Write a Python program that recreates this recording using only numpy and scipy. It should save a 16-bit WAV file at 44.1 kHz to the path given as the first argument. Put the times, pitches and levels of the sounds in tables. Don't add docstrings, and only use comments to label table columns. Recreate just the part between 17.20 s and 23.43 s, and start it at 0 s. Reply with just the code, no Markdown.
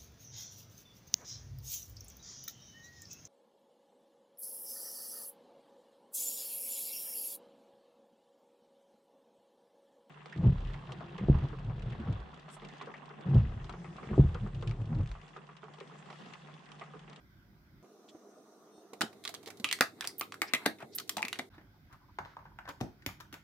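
import sys
import numpy as np
from scipy import signal
from scipy.io import wavfile
from scipy.ndimage import uniform_filter1d

SR = 44100
rng = np.random.default_rng(int(sys.argv[2]) if len(sys.argv) > 2 else 0)


def unload_audio(sound):
    columns = np.transpose(np.atleast_2d(sound))
    steps = np.round(np.clip(columns, -1, 1) * 32767)
    wavfile.write(sys.argv[1], SR, steps.astype(np.int16))


def to_linear_factor(level_db):
    exponent = np.asarray(level_db, float) / 20
    return 10 ** exponent


N = 274743


def evened(x):
    return x / np.sqrt(np.mean(x ** 2) + 1e-20)


def read(points, hz):
    f, value = np.transpose(points)
    return np.interp(np.log(hz + 1), np.log(f + 1), value)


def add(mix, s, sound):
    part = mix[:, round(s * SR):][:, :sound.shape[1]]
    part += sound[:, :part.shape[1]]


def pan(left_over_right_db):
    return to_linear_factor([[left_over_right_db / 2], [-left_over_right_db / 2]])


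def band(x, lo_hz, hi_hz):
    return signal.sosfilt(signal.butter(2, [lo_hz, min(hi_hz, SR / 2.1)], "band", fs=SR, output="sos"), x)


def highpass(x, hz):
    return signal.sosfilt(signal.butter(2, hz, "high", fs=SR, output="sos"), x)


def resonate(x, hz, width_hz):
    turn = np.exp(2j * np.pi * np.cumsum(hz * np.ones(len(x))) / SR)
    r = np.exp(-np.pi * width_hz / SR)
    return 2 * (turn * signal.lfilter([1 - r], [1, -r], x / turn)).real


# (start [s], end [s])
FAST_S = (.628, 4.293)


def is_fast():
    t = np.arange(N) / SR
    return (t > FAST_S[0]) & (t < FAST_S[1])


# (frequency [Hz], side re mid [dB])
WIDE = [(60, -15.5), (180, -11.5), (550, -7), (1650, 0.5), (4970, 1.5), (15000, 1)]
BODY_WIDE = [(60, -5), (180, -14), (550, -13.5), (1650, -2), (4970, 2), (15000, 0)]


def hiss(colour, wide, patchy_db):
    frames, hz = N // 256 + 5, np.fft.rfftfreq(1024, 1 / SR)
    a, b, c, d, patches = rng.standard_normal((frames, 513, 5)).T
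    patches = uniform_filter1d(patches, size=10, axis=0)
    patches = evened(uniform_filter1d(patches, size=12, axis=1))
    z = np.array([a + 1j * b, to_linear_factor(read(wide, hz))[:, None] * (c + 1j * d)])
    z = z * to_linear_factor(read(colour, hz)[:, None] + patchy_db * patches)
    mid, side = signal.istft(z, nperseg=1024, noverlap=768)[1][:, :N]
    return np.array([mid + side, mid - side]) / np.std(mid)


# (frequency [Hz], width [Hz], level [dB])
LID_MODES = [(700, 37, 1.5), (806, 90, -12), (1200, 1100, 11.5), (1700, 660, -7.5), (2070, 510, 10.5),
             (2808, 220, -12.5), (3600, 810, 8.5), (5000, 480, 2), (6760, 4500, 23), (9290, 400, -54)]


def snap(row, luck, pace, lid_db, pan_db, rattle_s):
    s, peak_db, hz, tick_db = row
    t, tick_hz = np.arange(2048) / SR, 1500 + 1500 * pace
    tooth, gap, wobble = luck[:2048], luck[2048:4096], luck[4096:]

    fade = np.exp(-t / (rattle_s * to_linear_factor(0.27 * (-25 - peak_db))))
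    rattle = np.tanh(tooth) * (abs(gap) > .75) * fade
    drive = 0.39 * rattle + (t == 0)

    ring = resonate(drive, hz, hz / 3.2)
    modes, sign = 0, 1
    for (mode_hz, width_hz, db), g in zip(LID_MODES, wobble):
        f, width = mode_hz * pace / 2, width_hz * pace / 2
        near_db = -6.5 * abs(np.log2(f / hz))
        modes += sign * to_linear_factor(db + near_db + 2 * g) * resonate(drive, f * (1 + 0.01 * g), width) / width_hz
        sign = -sign
    body = ring / abs(ring).max() + to_linear_factor(lid_db) * modes / abs(modes).max()
    body = band(body, .3 * hz, max(2.6 * hz, tick_hz))
    body = to_linear_factor(peak_db - 1) * body / abs(body).max()

    aside = 2.2 * gap * (abs(tooth) > 1.3) * fade
    dull = np.exp(-2 * np.pi * 6340 / SR)
    tick = signal.lfilter([1], [1, -dull], [drive + .3 * aside, drive - .3 * aside])
    tick = band(tick, .6 * tick_hz, 15300)
    tick = to_linear_factor(peak_db + min(tick_db, 6)) * tick / abs(tick).max()

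    pan_db = np.clip(pan_db + 1.5 * gap[-1], -8, 8)
    lag = round(-4 / pace - .6 * pan_db)
    body = np.array([np.roll(body, max(lag, 0)), np.roll(body, max(-lag, 0))])
    return s, (body - tick) * pan(pan_db)


# (time [s], peak [dB], main
# ring [Hz], tick re peak [dB])
SCOOP = [(0.644, -57, 380, -23), (0.955, -64, 260, -22), (1.734, -43.5, 410, 3.5), (1.809, -25, 1630, 6),
         (1.814, -23, 3500, -22), (1.834, -49, 800, -11), (1.929, -48, 780, -5), (2.039, -38, 3600, -5),
         (2.052, -24, 3550, -10), (2.056, -36, 1200, -19), (2.077, -24.5, 3800, -34),
         (2.091, -40.5, 840, 9), (2.148, -28.5, 3600, -29), (2.23, -53, 700, 18), (2.26, -38, 3850, -5),
         (2.274, -43.5, 1020, 10), (2.285, -38.5, 690, -8), (2.303, -42.5, 1640, 13), (2.372, -48, 3770, 0),
         (2.399, -37.5, 4070, -1.5)]
FIRST_LIDS = [(2.444, -16.5, 2880, -9), (2.451, -23, 2580, -10), (2.489, -24, 2820, -16),
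              (2.513, -21, 2700, -5), (2.527, -14.5, 2870, -1.5), (2.588, -36, 1750, -7),
              (2.609, -8.5, 1566, -3), (2.809, -23.5, 3200, -2), (2.843, -32, 1320, 0),
              (2.85, -31, 1800, -7), (2.864, -45, 1760, 25), (2.874, -18, 5000, 1), (2.996, -47, 3310, -10),
              (3.011, -26, 1200, 5), (3.122, -30, 2580, -14), (3.142, -41.5, 2200, 9)]
NEAR_LID = [
    (3.218, -18, 1990, 1),
    (3.229, -31.5, 1900, -12.5),
    (3.336, -15, 2000, -1),
    (3.348, -20.5, 2870, -6),
    (3.457, -23.5, 1780, -18.5),
    (3.461, -14.5, 1600, -1),
    (3.586, -48.5, 2480, -3.5),
    (3.604, -42, 1000, -9),
    (3.625, -37, 750, -14),
]
LID_CATCHES = [(3.78, -37, 3080, -17), (3.785, -21, 3900, -5), (3.799, -35, 3400, 8), (3.877, -49, 4970, 3),
               (3.894, -18.5, 3370, 0), (3.969, -29, 900, 19), (3.992, -32, 900, -14), (4.021, -36, 910, 5.5),
               (4.028, -23.5, 2480, -5.5), (4.051, -26, 2150, -2.5), (4.083, -26.5, 2330, -2.5),
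               (4.129, -20, 2320, -9.5), (4.157, -35, 2060, -14), (4.189, -25.5, 3480, -5),
               (4.194, -23.5, 2230, -13),
               (1.819, -15, 3800, -8.5),
    (2.141, -35, 1000, 5),
    (3.982, -29, 2500, -12),
]
PRESS = [(4.347, -52, 1395, -5.5), (4.381, -45.5, 1513, -27.5), (4.412, -50, 962, -16),
         (4.698, -58, 973, -16), (4.727, -51.5, 1048, 4), (4.987, -21.5, 1200, -22),
         (5.05, -37.5, 1565, -18.5), (5.057, -37.5, 987, -16.5), (5.168, -38, 1300, -24.5),
         (5.19, -43.5, 1060, -19), (5.254, -41.5, 980, -28), (5.262, -47, 1100, -23),
         (5.388, -29.5, 1400, -22), (5.454, -42.5, 1450, -19), (5.477, -36, 950, -10),
         (5.487, -35, 890, -2.5), (5.491, -31.5, 947, 0), (5.605, -37.5, 1240, -3), (5.611, -24, 642, -6),
         (5.822, -49, 1840, -3), (5.863, -22, 2630, 6), (5.89, -33.5, 1280, -25), (6.002, -42, 1170, 17),
         (6.007, -42.5, 1200, 11), (6.127, -39, 1340, 5), (6.141, -33, 1500, 4.5)]


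def snaps(rows, pace, lid_db, pan_db, rattle_s):
    out = np.zeros((2, N))
    for row, luck in zip(rows, rng.standard_normal((len(rows), 4096 + len(LID_MODES)))):
        add(out, *snap(row, luck, pace, lid_db, pan_db, rattle_s))
    return out


# (time [s], frequency [Hz], peak [dB], t60 [s])
RINGS = [(0.888, 3400, -59, 0.073), (0.892, 7300, -63, 0.044), (1.814, 1450, -25.5, 0.035),
         (1.815, 4900, -31, 0.03), (1.815, 3750, -26.5, 0.023), (1.815, 3000, -33, 0.048),
         (1.818, 790, -31.5, 0.033), (1.818, 6800, -63, 0.027), (2.053, 3800, -51, 0.026),
         (2.077, 3100, -43, 0.033), (2.077, 3850, -47, 0.036), (2.092, 4200, -49, 0.018),
         (2.148, 3100, -49, 0.014), (2.165, 3200, -52, 0.015), (2.287, 750, -46, 0.025),
         (2.444, 3100, -22.5, 0.014), (2.446, 2550, -29, 0.042), (2.446, 1200, -37, 0.088),
         (2.513, 3200, -25, 0.011), (2.527, 3100, -31, 0.014), (2.53, 2000, -32.5, 0.053),
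         (2.61, 684, -31, 0.067), (2.61, 571, -35, 0.042), (2.61, 1195, -29.5, 0.093),
         (2.612, 1900, -29.5, 0.092), (2.612, 2374, -27, 0.033), (2.61, 4893, -28.5, 0.027),
         (2.622, 1750, -30.5, .04), (2.809, 1750, -37, 0.057), (2.809, 3700, -49, 0.15),
         (2.823, 2400, -40.5, .03), (2.874, 4950, -31.5, 0.018), (2.893, 2000, -49, 0.026),
         (3.011, 1200, -33.5, 0.022), (3.017, 1260, -38.5, 0.079), (3.034, 3700, -45.5, 0.027),
         (3.122, 1250, -39.5, 0.019), (3.142, 1400, -38, 0.011), (2.613, 825, -32.5, 0.025),
         (2.825, 1500, -46, .04), (2.845, 963, -40.5, 0.022), (2.843, 3200, -43, 0.038),
         (3.02, 2450, -39, 0.04), (3.012, 910, -42.5, 0.038), (1.822, 4220, -42.5, 0.04),
         (1.83, 3080, -47, 0.087), (2.53, 4300, -30.5, 0.023), (2.623, 4640, -31, 0.02),
         (3.466, 265, -36, .13), (3.897, 1100, -46, .05)]
LATER_RINGS = [(3.219, 1160, -36, 0.082), (3.218, 2200, -33, .07), (3.222, 1780, -38, 0.09),
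               (3.218, 797, -38, 0.09), (3.336, 2025, -24, 0.09), (3.337, 2446, -27.5, 0.085),
               (3.338, 3790, -35, 0.075), (3.35, 3120, -34, .04), (3.338, 1186, -35, 0.067),
               (4.191, 3695, -45, 0.08), (3.461, 428, -27, 0.03), (3.461, 685, -25.5, 0.037),
               (3.46, 880, -28, 0.054), (3.464, 1820, -35, 0.1), (3.463, 3725, -35.5, 0.091),
               (3.626, 700, -43, 0.03), (3.968, 3800, -41.5, 0.07), (3.979, 852, -34, 0.038),
               (3.993, 890, -40.5, .05), (4.008, 853, -41, 0.14), (4.028, 2430, -23, 0.016),
               (4.07, 1160, -48, .05), (4.194, 700, -42, 0.071), (4.194, 2150, -30.5, 0.018),
               (4.986, 1548, -35.5, .06), (4.987, 1035, -31.5, 0.035), (5.008, 960, -50, 0.065),
               (5.136, 1300, -54, .02), (5.168, 1010, -36, 0.019), (5.226, 945, -55.5, 0.026),
               (5.39, 1510, -41.5, .04), (5.389, 952, -45, 0.066), (5.397, 1560, -49, 0.037),
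               (5.426, 1460, -61, 0.072), (5.454, 770, -47.5, 0.03), (5.466, 1560, -49, 0.15),
               (5.495, 1100, -41, 0.017), (5.61, 323, -27.5, 0.017), (5.864, 13500, -43, 0.04),
               (5.863, 960, -39, 0.027), (5.863, 2330, -31.5, .03), (5.864, 2900, -51, 0.016),
               (5.889, 900, -41, 0.014), (6.054, 1430, -55.5, .02), (3.461, 1058, -30, 0.019),
               (5.257, 1555, -52.5, 0.083), (5.274, 942, -62, 0.1), (5.318, 956, -56.5, .08),
               (6.005, 1120, -48, 0.036), (5.611, 150, -27, 0.038)]
# (pitch ratio [1], level [dB])
CLUSTER = [(1.037, -6), (.951, -7), (1.093, -10), (.887, -11)]


def rings(rows, pan_db, lag_samples):
    out = np.zeros((2, N))
    for s, hz, db, t60_s in rows:
        t = np.arange(0, t60_s, 1 / SR)
        fade = to_linear_factor(db - 60 * t / t60_s) * np.minimum(t * hz, 1)
        main = np.sin(2 * np.pi * hz * t)
        near = [to_linear_factor(under_db) * np.sin(2 * np.pi * hz * ratio * t) for ratio, under_db in CLUSTER]
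        aside = 0.6 * (near[0] - near[1]) * np.array([[1], [-1]])
        add(out, s, fade * (main + sum(near) + aside))
    return np.array([out[0], np.roll(out[1], lag_samples)]) * pan(pan_db)


# (time [s], peak [dB], frequency [Hz])
THUDS = [(0.632, -47.5, 358), (0.948, -43, 323), (1.579, -49, 335), (1.731, -40, 432), (1.81, -27, 310),
         (1.835, -33.5, 227), (2.271, -42.5, 433), (2.399, -42, 220), (2.441, -38.5, 279),
         (2.608, -28.5, 266), (3.01, -39.5, 356), (3.218, -37, 320), (3.336, -33.5, 249),
         (3.462, -27.5, 275), (3.63, -47, 140), (3.97, -40.5, 215), (4.043, -40.5, 250), (4.191, -34, 260),
         (4.38, -43, 310), (4.987, -38.5, 390), (5.001, -44, 96.3), (5.493, -39, 285), (5.612, -32, 120),
         (5.863, -34.5, 287), (5.871, -39, 97.4), (6.13, -44, 291)]


def thuds():
    out, t = np.zeros((2, N)), np.arange(12288) / SR
    for (s, db, hz), luck in zip(THUDS, rng.standard_normal((len(THUDS), 12288))):
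        fade_db = -60 * t * hz / 27
        push = np.sin(2 * np.pi * hz * t) * to_linear_factor(fade_db / 0.7)
        rumble = band(band(luck, 0.36 * hz, 2.6 * hz), 0.36 * hz, 2.6 * hz)
        rumble = evened(rumble) * to_linear_factor(fade_db)
        aside = .09 * evened(band(luck[::-1], .8 * hz, 2.6 * hz)) * to_linear_factor(fade_db) * np.array([[1], [-1]])
        onset = np.minimum(t / 0.0006, 1)
        add(out, s, to_linear_factor(db) * (aside - push + 0.5 * rumble) * onset * pan(-1.2))
    return out


# (time [s], length [s], first pitch [Hz], last pitch [Hz], peak [dB])
SQUEAKS = [
    (2.982, 0.0037, 13400, 14500, -38),
    (2.986, 0.0044, 15000, 15200, -37),
    (2.992, 0.0096, 14100, 13000, -40),
    (2.996, 0.003, 13100, 14600, -28.5),
    (2.997, 0.0063, 11500, 12200, -38),
    (3.748, 0.022, 10220, 14600, -35),
]
# (frequency [Hz], level [dB])
WHINE = [(3661, -80.5), (4258, -84), (5486, -85), (8516, -83), (9152, -87), (10982, -100)]
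# (start [s], end [s])
WHINE_S = (1.485, 1.655)


def squeaks():
    out = np.zeros((2, N))
    for (s, length, first_hz, last_hz, db), luck in zip(SQUEAKS, rng.standard_normal((len(SQUEAKS), 2048))):
        t = np.arange(0, length, 1 / SR)
        pitch_hz = np.interp(t / length, [0, 0.76], [first_hz, last_hz])
        rough = evened(resonate(resonate(luck[:len(t)], pitch_hz, 3600), pitch_hz, 3600))
        tone = np.sin(2 * np.pi * np.cumsum(pitch_hz) / SR) + 0.55 * rough
        tone *= 1 + .5 * np.sin(2 * np.pi * 330 * t)
        swell = to_linear_factor(db - 12 * (2 * t / length - 1) ** 2) * signal.windows.tukey(len(t), .15)
        add(out, s, swell * tone * to_linear_factor([[-3.5], [2.5]]))
    t = np.arange(*WHINE_S, 1 / SR)
    squeal = sum(to_linear_factor(db + 6) * np.sin(2 * np.pi * hz * t) for hz, db in WHINE)
    add(out, WHINE_S[0], (squeal * signal.windows.tukey(len(t), .9))[None])
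    return out


# (time [s], length [s],
# frequency [Hz], width [Hz], level [dB])
SCRAPES = [(0.598, 1.2, 5930, 1100, -77), (0.617, 1.1, 8300, 500, -84), (0.875, 0.042, 3580, 3050, -61),
           (2.253, 0.048, 3750, 2700, -53.5), (2.445, 0.11, 2623, 700, -45), (3.241, 0.11, 2000, 1200, -55),
           (3.263, 0.047, 4970, 1515, -53), (3.328, 0.27, 2150, 294, -59),
           (3.581, 0.085, 1350, 1200, -51.5), (3.713, 0.065, 4570, 2140, -54.5),
           (3.97, 0.05, 894, 88.5, -46), (4.693, 0.097, 1110, 700, -55), (5.02, 0.17, 1300, 1100, -59),
           (5.007, 0.18, 3800, 2530, -68.5), (5.471, 0.053, 1106, 1620, -42)]
MORE_SCRAPES = [
    (6.128, .07, 700, 900, -57),
    (4.79, .09, 980, 300, -62),
    (4.87, .055, 960, 350, -61),
    (4.52, .08, 900, 500, -66),
    (3.778, .055, 1280, 300, -52),
    (4.33, .04, 3700, 700, -70),
    (3.405, .03, 1600, 400, -55),
]


def scrapes(rows):
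    out = np.zeros((2, N))
    for s, length, hz, width_hz, db in rows:
        noise = rng.standard_normal((3, 60000))[:, :round(length * SR)]
        slip = [resonate(resonate(noise[0] + ear, hz, width_hz), hz, width_hz) for ear in noise[1:]]
        grip = to_linear_factor(2.5 * evened(uniform_filter1d(noise[1], size=1500)))
        add(out, s, to_linear_factor(db) * evened(np.array(slip) * grip) * np.hanning(noise.shape[1]))
    return out


# (time [s], level [dB])
RUB = [(0.631, -63.5), (1.82, -63.5), (2.42, -61.5), (2.69, -85), (2.83, -46.5), (3.13, -90), (3.35, -53),
       (3.44, -46.5), (3.57, -78), (3.92, -63.5), (4.05, -71), (4.22, -52), (4.288, -75), (4.343, -50),
       (4.6, -90), (5.18, -72), (5.92, -69.5), (6.1, -99)]
# (frequency [Hz], level [dB])
RUB_BODY = [(400, -12), (900, 9.5), (1500, 1.5), (2200, -9), (3800, -9.5), (6000, -26.5)]
RUB_HISS = [(2500, -19.5), (4000, 14), (6200, -9), (9000, 2), (13000, -0.5), (16000, -11)]


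def rub():
    s, db = np.transpose(RUB)
    t = np.arange(N) / SR
    slips = to_linear_factor(1.2 * rng.exponential(1, N)) * (rng.random(N) < .02)
    grain = evened(uniform_filter1d(slips, size=60) + 0.43)
    pressure = (t > s[0]) * grain * to_linear_factor(np.interp(t, s, db) - 8)
    body = hiss(RUB_BODY, BODY_WIDE, patchy_db=2.5)
    hiss_gain = to_linear_factor(np.where(is_fast(), -12.5, -32))
    return pressure * (body + hiss_gain * hiss(RUB_HISS, WIDE, patchy_db=2.5))


# (frequency [Hz], left-right likeness [1])
SAME = [(100, 0.47), (500, 0.63), (1500, 0.032), (4000, 0.11), (12000, 0.92)]
# (frequency # [Hz], t60 [s])
KITCHEN = [(200, 0.26), (530, 0.27), (1400, 0.22), (3700, 0.25), (9700, 0.21)]
CALM_KITCHEN = [(300, .29), (1200, .26), (3100, .29), (8000, .24), (14000, .2)]


def kitchen(x, pace, from_s, decays):
    out = np.zeros((2, N))
    for turn in range(3):
        taps = np.zeros((2, SR // 3))
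        at = np.arange(60, SR // 3 - 12, 12) + rng.integers(0, 12, (2, (SR // 3 - 61) // 12))
        np.put_along_axis(taps, at, rng.choice([-1., 1.], at.shape), 1)
        hz, t, z = signal.stft(taps, SR, nperseg=128)
        same = read(SAME, hz)[:, None]
        z[1] = same * z[0] + np.sqrt(1 - same ** 2) * z[1]
        fade = to_linear_factor(-60 * t * pace / read(decays, hz / pace)[:, None])
        tail = signal.istft(z * fade, SR, nperseg=128)[1]
        share = np.cos(2 * np.pi * (np.arange(N) / SR * 47 + turn / 3)) * np.sqrt(2 / 3)
        busy = (x.mean(0) * share)[round(from_s * SR):][:4 * SR]
        add(out, from_s, signal.oaconvolve(busy[None], tail / np.linalg.norm(tail[0]), axes=1))
    return out


# (frequency [Hz], level [dB])
HUM = [(51, -68.5), (102, -70.5), (156, -69.5), (204, -70.5), (304, -75), (347, -77), (385, -75.5),
       (611, -90.5), (714, -84)]


def hum(fast, late):
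    t, turns = np.arange(N) / SR, np.cumsum(1. + fast) / SR
    knots = np.arange(0, 2 * t[-1], .045)
    lines = []
    for (hz, db), luck in zip(HUM, rng.standard_normal((len(HUM), len(knots)))):
        waver = np.interp(turns, knots, 1 + 0.45 * luck)
        lines.append(to_linear_factor(db) * waver * np.sin(2 * np.pi * hz * turns))
    return sum(lines[1:]) + lines[0] * np.where(fast, late, 1)


# (frequency [Hz], density [dB/Hz])
AIR = [(15, -34), (25, -28.5), (104, -2.5), (184, -15), (226, -19), (284, -13), (420, -32.5), (504, -29.5),
       (1260, -31), (1520, -23.5), (1780, -36.5), (2040, -30.5), (2750, -42.5), (3160, -37.5), (6000, -49),
       (7800, -83), (13200, -120)]
EARLY_AIR = [(24, -22), (40, -14), (118, -28), (196, 6.5), (265, 1), (406, 10), (564, -1.5), (690, 5),
             (933, -34), (1200, -4), (2430, -57), (6180, -15), (7180, -29), (15300, -30.5), (16500, -48)]
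LATER_AIR = [(24, -25), (70, -9), (130, -1), (417, 6.5), (957, -32.5), (1170, -40.5), (1430, -46),
             (2090, -13.5), (2760, -49), (3730, -18), (4560, -27), (10500, -28), (15300, -29.5),
             (16500, -68)]
# (start [s], end [s])
CROSSFADE_S = (1.72, 2.15)


def air():
    fast, t = is_fast(), np.arange(N) / SR
    late = np.interp(t, CROSSFADE_S, [0, 1])
    quick = np.sqrt(1 - late) * to_linear_factor(-61) * hiss(EARLY_AIR, BODY_WIDE, patchy_db=2.0)
    quick += np.sqrt(late) * to_linear_factor(-59.5) * hiss(LATER_AIR, WIDE, patchy_db=0)
    calm = to_linear_factor(-60) * hiss(AIR, WIDE, patchy_db=2.0)
    return np.where(fast, quick, calm) * pan(-1.8) + hum(fast, late)


def scene():
    fast = snaps(SCOOP, 2, lid_db=0.5, pan_db=-6.0, rattle_s=0.0037)
    fast += snaps(FIRST_LIDS, 2, lid_db=2.5, pan_db=-3.0, rattle_s=0.0024)
    fast += snaps(NEAR_LID, 1.93, lid_db=-2.0, pan_db=4.1, rattle_s=0.0041)
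    fast += snaps(LID_CATCHES, 2, lid_db=5.0, pan_db=1.0, rattle_s=0.0032)
    slow = snaps(PRESS, 0.913, lid_db=-4.0, pan_db=2.5, rattle_s=0.0036)
    ring = rings(RINGS, pan_db=-2.5, lag_samples=0) + rings(LATER_RINGS, pan_db=-.6, lag_samples=4)
    fast, slow = fast + ring * is_fast(), slow + ring * ~is_fast()
    squeak = squeaks()
    room = to_linear_factor(-6.5) * kitchen(fast + 0.72 * squeak, 1.35, FAST_S[0], KITCHEN)
    room += to_linear_factor(-2.5) * kitchen(slow, 1, FAST_S[1], CALM_KITCHEN)
    handling = thuds() + squeak + scrapes(SCRAPES) + scrapes(MORE_SCRAPES) + rub()
    return fast + slow + handling + room + air()


def band_limit(x):
    return signal.sosfilt(signal.butter(12, 16990, fs=SR, output="sos"), x)


# (frequency [Hz], density [dB/Hz])
MIC = [(2940, -23), (5000, 9.5), (6350, 0), (8790, -7), (15200, 8), (16200, -6), (16500, -20)]


def record(dry):
    dip = signal.lfilter(*signal.iirnotch(9000, 2.5, SR), dry)
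    calm = highpass(0.54 * dip + 0.22 * dry, 24)
    calm += to_linear_factor(-83) * hiss(MIC, WIDE, patchy_db=1.0)
    quick = highpass(dry, 95)
    top = signal.firwin(63, 16100, fs=SR)
    mic = signal.oaconvolve(np.where(is_fast(), quick, calm), top[None], "same")
    from_change_s = abs(np.arange(N) / SR - FAST_S[1] - .003)
    mic = mic * np.clip(from_change_s / .004 - .6, .04, 1)
    return band_limit(mic)


dry = scene()
out = record(dry)
unload_audio(out)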